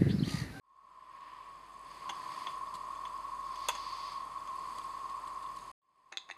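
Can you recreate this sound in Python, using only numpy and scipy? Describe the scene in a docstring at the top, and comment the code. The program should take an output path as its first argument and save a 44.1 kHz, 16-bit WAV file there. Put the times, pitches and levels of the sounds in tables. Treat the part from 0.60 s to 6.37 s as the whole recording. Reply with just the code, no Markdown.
"""Classroom: coated metal tongs lift a glass dish off a beaker of water; beaker and dish clink, jaws knock and scrape.
Contacts: clicks, clatter and damped modes, or friction bursts, with one wall echo and a diffuse tail.
Background: airy whine near 1 kHz (resonated noise), low hum (sine), rush and hiss (coloured noise),
faint fizz of tiny bubbles (random pings). It fades in; all sound breaks off shortly after 5 s,
then the background fades in again under the last clinks."""
import sys
import numpy as np
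from scipy import signal
from scipy.fft import rfft, irfft
from scipy.io import wavfile
from scipy.ndimage import uniform_filter1d

SR = 44100
rng = np.random.default_rng(int(sys.argv[2]) if len(sys.argv) > 2 else 0)


def log_audio(samples):
    """Write samples as a 16-bit WAV file to the path given in sys.argv[1]."""
    # one column per channel
    frames = np.atleast_2d(samples).T
    # limit to full scale, then quantise
    limited = np.clip(frames, -1, 1)
    pcm = np.round(limited * 32767).astype(np.int16)
    wavfile.write(sys.argv[1], SR, pcm)


N = 254456
TIME_S = np.arange(N) / SR

# Colours: f/Hz, relative level/dB.
# Background fades, linear in amplitude: t/s, rise time/s
BACKGROUND_FADES = [(0, 1.66), (5.19, 2.2)]
# Silent gap: start t/s, end t/s
GAP_S = (5.116, 5.218)

# Whine resonances: f/Hz, width of each of two passes/Hz, level/dB
WHINE_RESONANCES = [(1100, 17, -6.5), (1087.5, 91.5, 1), (1035.4, 122, 0.5), (1284, 88, -17.5),
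                    (1090, 240, -18), (1827, 66, -27), (632, 78, -22), (313, 45, -27.5)]
# Whine sags: t/s, attack/s, hold/s, release/s, change/dB
WHINE_LEVEL_SAGS = [(.76, 0.29, 0.34, 0.054, -6.5), (4.85, 0.18, .8, .1, -6.5)]
# Bubble pings: f/Hz, level/dB
BUBBLE_PINGS = [(3480, -0.5), (4250, -12), (5100, 1.5), (6550, -1), (7400, -1.5), (7950, 0.5), (8700, -9),
                (9350, 0), (9750, -4.5), (10800, -5), (11900, -9.5), (13300, -14.5)]
# Low rush colour: f/Hz, level/dB
RUSH_SPECTRUM = [(20, -11), (80, -3.5), (130, 0.5), (240, -1.5), (360, 0), (520, -0.5), (800, 3),
                 (1200, -12.5), (1700, -25.5)]
# Mid hiss colour: f/Hz, level/dB
HISS_SPECTRUM = [(800, -18.5), (1400, -3), (1620, -1.5), (1820, 3.5), (2000, 0.5), (2350, -0.5),
                 (2900, -3.5), (3470, -5), (3800, -10), (4500, -7.5), (5200, -8), (7000, -30)]
# Treble hiss colour: f/Hz, level/dB
TREBLE_SPECTRUM = [(3000, -25.5), (4500, -5), (6550, 3.5), (7200, -2), (7900, 3.5), (8600, 0), (9700, 2),
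                   (10400, -4), (11400, -5), (11950, -3.5), (12400, -11), (14300, -12.5), (15000, -20),
                   (15600, -28)]
# Sizzle colour: f/Hz, level/dB
SIZZLE_SPECTRUM = [(1200, -25), (2100, -4.5), (2900, -10), (3450, -3.5), (3850, -8.5), (4600, 3.5),
                   (5100, -4), (6400, -11), (7200, -23.5), (13000, -30.5), (16000, -46)]
# Partial notches in the hiss: f/Hz, width/Hz
HISS_HOLLOWS = [(5700, 730), (6900, 81)]
# Steady tones above the hum: f/Hz, level re low rush/dB
STEADY_TONES = [(162, -19), (593, -13.5)]
# Hum changes: t/s, attack/s, hold/s, release/s, change/dB
HUM_LEVEL_CHANGES = [(1.38, 0.41, .08, .07, -13), (2.2, 0.62, 0.39, .25, 4), (5.1, .1, .6, .1, -8)]
# Air swells: t/s, attack/s, hold/s, release/s, changes of rush/dB, mid hiss/dB, treble/dB, sizzle/dB
AIR_SWELLS = [(.2, 0.45, .04, .4, 1, 8.5, 0.5, -1), (1.22, 0.098, 0.22, 0.14, 2, 4, 1, 5),
              (1.53, 0.2, 0.11, 0.18, 3, 7, 4, 9.5), (2.8, 0.27, 0.44, 0.16, .8, 2, 1, 15),
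              (3.85, 0.25, .06, 0.41, 1.5, 2, 3, 5.5)]

# Tap tables: t/s, knock level before low-pass/dB, relative ring level/dB, contact low-pass f/Hz,
# ring length as share of the free ring. Mode tables: f/Hz, relative level/dB, free t60/s.
# Beaker taps: t/s, knock/dB, ring/dB, low-pass f/Hz, ring share
BEAKER_CONTACTS = [(1.4933, -28, -34, 4500, 0.49), (1.4972, -29.5, -31.5, 8000, 0.33),
                   (1.5010, -35, -44, 11800, .7), (1.8698, -29.5, -31.5, 3800, 0.59),
                   (1.8865, -40, -47, 4950, .5), (2.3532, -60, -49, 6000, 0.58),
                   (2.4529, -38, -37.5, 4220, 0.6), (2.9583, -41.5, -47, 12000, 0.59),
                   (3.0864, -15, -23.5, 15850, 1), (3.1520, -30.5, -47, 9000, 0.96),
                   (3.7146, -54, -53, 6000, 0.66), (3.8742, -40.5, -45, 12000, 0.2)]
# Beaker body modes: f/Hz, level/dB, t60/s
BEAKER_RING = [ (943, 3.5, .07), (2616, -14, .11), (2825, -14, .1), (3411, -2.5, .11), (3490, -12, .18),
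               (6030, -23, .16), (6105, -22, .14), (6391, -14.5, .13), (450, -14.5, 0.047),
               (660, -17, 0.048), (760, -17.5, 0.045), (1020, 4, 0.054), (1230, -2, 0.026),
               (1440, -21, 0.057), (1690, -8, 0.025), (1920, -5, 0.034), (2142, -11, .07), (2620, -19, .06),
               (3043, -15, 0.06), (3270, 6, 0.015), (6314, -2.5, 0.024), (8800, -16, 0.093),
               (10900, -18, 0.089), (11010, -21, .06), (11700, -16, 0.062), (13160, -26.5, .05)]
# Beaker knock colour: f/Hz, level/dB
BEAKER_KNOCK_SPECTRUM = [(60, -15), (250, -25.5), (600, -9.5), (950, 0.5), (1500, -6), (2300, -9),
                         (3200, -5.5), (3900, -22), (5200, -18), (5700, -29), (6400, -3), (7400, -17.5),
                         (9200, -17), (12800, -22), (16000, -28.5)]
# Jaw knocks on the rim: t/s, knock/dB, ring/dB, low-pass f/Hz, ring share
JAW_CONTACTS = [(1.4965, -30, -25, 480, 0.8), (5.5205, -36.5, -44, 900, 0.71),
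                (5.5238, -40, -41, 9000, 0.45), (5.5262, -39, -45.5, 8000, 0.91),
                (5.5352, -49, -52, 3500, 1), (5.5415, -52, -51, 4000, 0.93),
                (5.6902, -42.5, -50, 6000, 0.89), (5.6950, -48, -61, 5000, .8),
                (5.7004, -34, -51, 4480, 0.8), (5.7060, -55, -62, 7000, 0.72),
                (5.7112, -43, -35, 7000, 0.68), (5.7232, -53, -63, 14000, 1)]
# Jaw contact modes: f/Hz, level/dB, t60/s
JAW_RING = [(347, -16.5, 0.24), (438, -22, 0.032), (630, -23, 0.04), (786, -14.5, 0.3), (1860, 0, 0.037),
            (2020, -1, 0.063), (2180, 3.5, 0.014), (2632, 4, 0.04), (3590, -0.5, 0.038), (4000, 3.5, 0.015),
            (6630, -13, 0.048), (6660, -12.5, 0.077), (8270, -19, 0.12), (10340, -13, 0.055)]
# Jaw knock colour: f/Hz, level/dB
JAW_KNOCK_SPECTRUM = [(150, -38), (330, -13), (480, -13), (720, 3), (1200, -3.5), (1900, 4), (2600, -16),
                      (3000, -16), (3900, -12), (4700, -10), (5700, -24), (6500, 4), (7500, -25),
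                      (10400, -22.5), (16000, -35)]
# Dry tong scrapes: t/s, initial level/dB, time to 1/e/s
TONG_SCRAPES = [(2.141, -52, 0.014), (2.152, -52, 0.011), (4.184, -47.5, .005), (4.495, -56.5, 0.013),
                (4.673, -54.5, 0.0097), (4.824, -58.5, 0.021), (4.963, -53.5, 0.0048), (4.969, -54, 0.0057),
                (4.987, -55, 0.0067)]
# Scrape colour: f/Hz, level/dB
SCRAPE_SPECTRUM = [(100, 8), (300, 8), (700, -1.5), (2200, -3), (4500, 6.5), (5700, -7), (7000, -1.5),
                   (9500, -2), (13000, -14), (16000, -34.5)]
# Dish clinks on the rim: t/s, knock/dB, ring/dB, low-pass f/Hz, ring share
DISH_CONTACTS = [(5.5545, -63, -65, 12000, 0.38), (5.5722, -22.5, -28.5, 11800, 0.54)]
# Dish body modes: f/Hz, level/dB, t60/s
DISH_RING = [ (3601, -14, .36), (3680, 5.5, .028), (3624, -21, .3), (2616, -12, .08), (6713, -22, .19),
             (2089, -12, .06), (1440, 0.5, 0.014), (3450, -18, 0.0091), (3870, -13, 0.016),
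             (4134, -28, 0.1), (4694, -34, 0.055), (6340, -5.5, 0.04), (8000, -22, 0.045),
             (10500, -24, 0.054)]
# Dish knock colour: f/Hz, level/dB
DISH_KNOCK_SPECTRUM = [(100, -67), (340, -7), (450, -14), (1000, -12), (1550, -23), (2600, 1.5),
                       (2950, -10.5), (3700, 14.5), (4300, 0), (5100, -7.5), (5700, -14), (6400, -6),
                       (7700, -13), (9000, -32), (10400, -23), (16000, -29)]

# Base rms levels, before fades, swells, calm and hollows
WHINE_DB, RUSH_DB, HUM_DB = -42, -62, -68
HISS_DB, TREBLE_DB, SIZZLE_DB = -63, -67.5, -66.3
HUM_HZ = 46.8
# Treble and sizzle are softer at first and again from the gap on
CALM_END_S, CALM_RELEASE_S = 1.167, 0.16
CALM_TREBLE_DB, CALM_SIZZLE_DB = -3, -4
ROOM_T60_S = 0.29
CUTOFF_HZ = 15700


def from_db(db):
    """Decibels to amplitude gain."""
    return 10 ** (np.asarray(db) / 20)


def rms_one(x):
    """Scale to unit rms."""
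    return x / np.sqrt(np.mean(x ** 2) + 1e-20)


def colour(points, size):
    """FFT-grid gain: dB interpolated over log f, rolled off beyond both ends."""
    hz, db = np.transpose(points)
    grid_hz = np.maximum(np.fft.rfftfreq(size, 1 / SR), 1)
    gain = from_db(np.interp(np.log(grid_hz), np.log(hz), db))
    treble_loss = 1 + (grid_hz / (2 * hz[-1])) ** 2
    bass_loss = 1 + (hz[0] / (2 * grid_hz)) ** 2
    return gain / treble_loss / bass_loss


def noise(points, size=N):
    """Coloured Gaussian noise, rms 1."""
    spectrum = rfft(rng.standard_normal(size))
    return rms_one(irfft(spectrum * colour(points, size), size))


def sine(hz):
    """Steady sine, rms 1."""
    return np.sqrt(2) * np.sin(2 * np.pi * hz * TIME_S)


def resonate(x, hz, width_hz):
    """One resonance, peak gain 1."""
    return signal.lfilter(*signal.iirpeak(hz, hz / width_hz, fs=SR), x)


def soften(x, hz):
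    """Second-order low-pass: softer surfaces lose treble."""
    return signal.sosfilt(signal.butter(2, min(hz, .45 * SR), fs=SR, output="sos"), x)


def add(out, s, sound):
    """Mix a sound in at s seconds."""
    start = round(s * SR)
    out[start:start + len(sound)] += sound[:N - start]


def swell_db(rows):
    """Rise, hold, return; summed change in dB, one curve per level column."""
    total_db = 0
    for start, attack, hold, release, *levels_db in rows:
        corners_s = start + np.cumsum([0, attack, hold, release])
        total_db = total_db + np.outer(levels_db, np.interp(TIME_S, corners_s, [0, 1, 1, 0]))
    return total_db


def fade():
    """Background gain: each fade rises linearly from silence."""
    gain = np.zeros(N)
    for start, length in BACKGROUND_FADES:
        rise = np.clip((TIME_S - start) / length, 0, 1)
        gain = np.where(TIME_S >= start, rise, gain)
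    return gain


def whine(steadiness=0.21):
    """Air noise in narrow resonances: fluttering pitch, loudness partly evened out."""
    tone = np.zeros(N)
    for hz, width_hz, db in WHINE_RESONANCES:
        band = resonate(rng.standard_normal(N), hz, width_hz)
        tone += from_db(db) * rms_one(resonate(band, hz, width_hz))
    power = uniform_filter1d(tone ** 2, SR // 10) + 1e-12
    level_db = WHINE_DB + swell_db(WHINE_LEVEL_SAGS)[0]
    return from_db(level_db) * rms_one(tone / power ** steadiness)


def fizz(per_s, spread_db, cycles):
    """Tiny uneven bubbles burst at random; each ping falls 60 dB in the given cycles; rms 1."""
    bursts = rng.random(N) < per_s / SR
    sizes = from_db(spread_db * np.minimum(rng.exponential(1, N), 3)) * bursts
    pitch_index = rng.integers(0, len(BUBBLE_PINGS), N)
    t = TIME_S[:SR // 20]
    out = np.zeros(N)
    for k, (hz, db) in enumerate(BUBBLE_PINGS):
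        ping = from_db(db - 60 * t * hz / cycles) * np.sin(2 * np.pi * hz * t)
        out += signal.oaconvolve(sizes * (pitch_index == k), ping)[:N]
    return rms_one(out)


def air():
    """Coloured-noise rush and fizzing hiss with two hollows, plus sine hum and tones."""
    rush_db, mid_db, treble_db, sizzle_db = swell_db(AIR_SWELLS)
    calm = np.clip(1 - (TIME_S - CALM_END_S) / CALM_RELEASE_S, 0, 1) + (TIME_S > GAP_S[0])
    treble_db = TREBLE_DB + treble_db + CALM_TREBLE_DB * calm
    sizzle_db = SIZZLE_DB + sizzle_db + CALM_SIZZLE_DB * calm
    bubbles = from_db(-2) * fizz(per_s=380, spread_db=4.5, cycles=80)
    hiss = from_db(HISS_DB + mid_db) * noise(HISS_SPECTRUM)
    hiss += from_db(treble_db) * (noise(TREBLE_SPECTRUM) + bubbles)
    hiss += from_db(sizzle_db) * noise(SIZZLE_SPECTRUM)
    for hz, width_hz in HISS_HOLLOWS:
        hiss = hiss - .76 * resonate(hiss, hz, width_hz)
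    tones = sum(from_db(db) * sine(hz) for hz, db in STEADY_TONES)
    rush = from_db(RUSH_DB + rush_db) * (noise(RUSH_SPECTRUM) + tones)
    hum = from_db(HUM_DB + swell_db(HUM_LEVEL_CHANGES)[0]) * sine(HUM_HZ)
    return hiss + rush + hum


def pulse(points, size=4096):
    """Minimum-phase click of a given colour, peak 1, via the folded cepstrum."""
    cepstrum = irfft(np.log(colour(points, size)))
    cepstrum[1:size // 2] *= 2
    cepstrum[size // 2 + 1:] = 0
    click = irfft(np.exp(rfft(cepstrum)))
    return click / np.abs(click).max()


def contact_sounds(taps, modes, knock_colour, clatter_db, clatter_t60_s):
    """Per tap: click, decaying noise for a clatter of dense modes, and damped body modes."""
    out, t = np.zeros(N), TIME_S[:SR // 2]
    click = pulse(knock_colour)
    for s, knock_db, ring_db, bright_hz, free in taps:
        knock = from_db(clatter_db - 60 * t / clatter_t60_s) * noise(knock_colour, size=len(t))
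        knock[:len(click)] += click
        # a contact that stays pressed on damps the ring
        fall_db = 60 * t / max(free, .1)
        ring = np.zeros(len(t))
        for k, (hz, db, t60_s) in enumerate(modes):
            # alternate signs; level varies per tap
            mode_gain = from_db(db + rng.normal() - fall_db / t60_s)
            ring += (-1) ** k * mode_gain * np.sin(2 * np.pi * hz * t)
        add(out, s, soften(from_db(knock_db) * knock + from_db(ring_db) * ring / 2, bright_hz))
    # small objects radiate little bass; the offset avoids denormals
    return signal.sosfilt(signal.butter(2, 170, "high", fs=SR, output="sos"), out + 1e-18)


def beaker():
    """Taps excite the clear damped modes of the beaker."""
    return contact_sounds(BEAKER_CONTACTS, BEAKER_RING, BEAKER_KNOCK_SPECTRUM,
                          clatter_db=-12, clatter_t60_s=.055)


def jaws():
    """Tong jaws knock dully on the rim: short clatter and damped modes."""
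    return contact_sounds(JAW_CONTACTS, JAW_RING, JAW_KNOCK_SPECTRUM,
                          clatter_db=-7, clatter_t60_s=.022)


def scrapes():
    """Jaws slip on the glass: friction noise with a half-Gaussian decay."""
    out, t = np.zeros(N), TIME_S[:SR // 10]
    for s, db, length_s in TONG_SCRAPES:
        envelope = from_db(db) * np.exp(-(t / length_s) ** 2)
        add(out, s, envelope * noise(SCRAPE_SPECTRUM, size=len(t)))
    return out


def dish():
    """Clinks on the rim excite the damped modes of the dish."""
    return contact_sounds(DISH_CONTACTS, DISH_RING, DISH_KNOCK_SPECTRUM,
                          clatter_db=-9, clatter_t60_s=.022)


def room(x, wet_db, wall_hz, echo_s, echo_db):
    """One echo from the wall behind the bench plus a dull diffuse tail."""
    t = TIME_S[:SR // 2]
    envelope = from_db(-60 * t / ROOM_T60_S) * (1 - np.exp(-t / .003))
    tail = soften(rng.standard_normal(len(t)), wall_hz) * envelope
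    response = from_db(wet_db) * tail / np.linalg.norm(tail)
    add(response, echo_s, from_db(echo_db) * soften(signal.unit_impulse(64), wall_hz))
    return x + signal.fftconvolve(x, response)[:N]


def scene():
    """Glass and tongs in the room, over the fading background."""
    background = fade() * (whine() + air())
    contacts = beaker() + jaws() + scrapes() + dish()
    contacts = room(contacts, wet_db=-16.0, wall_hz=8000, echo_s=.0098, echo_db=-12.0)
    return (contacts + background)[None]


def record(dry):
    """Mute the gap with 64-sample edges, then low-pass steeply."""
    playing = 1.0 * ((TIME_S < GAP_S[0]) | (TIME_S > GAP_S[1]))
    playing = uniform_filter1d(playing, size=64)
    return signal.sosfilt(signal.ellip(10, .2, 70, CUTOFF_HZ, fs=SR, output="sos"), dry * playing)


dry = scene()
out = record(dry)
log_audio(out)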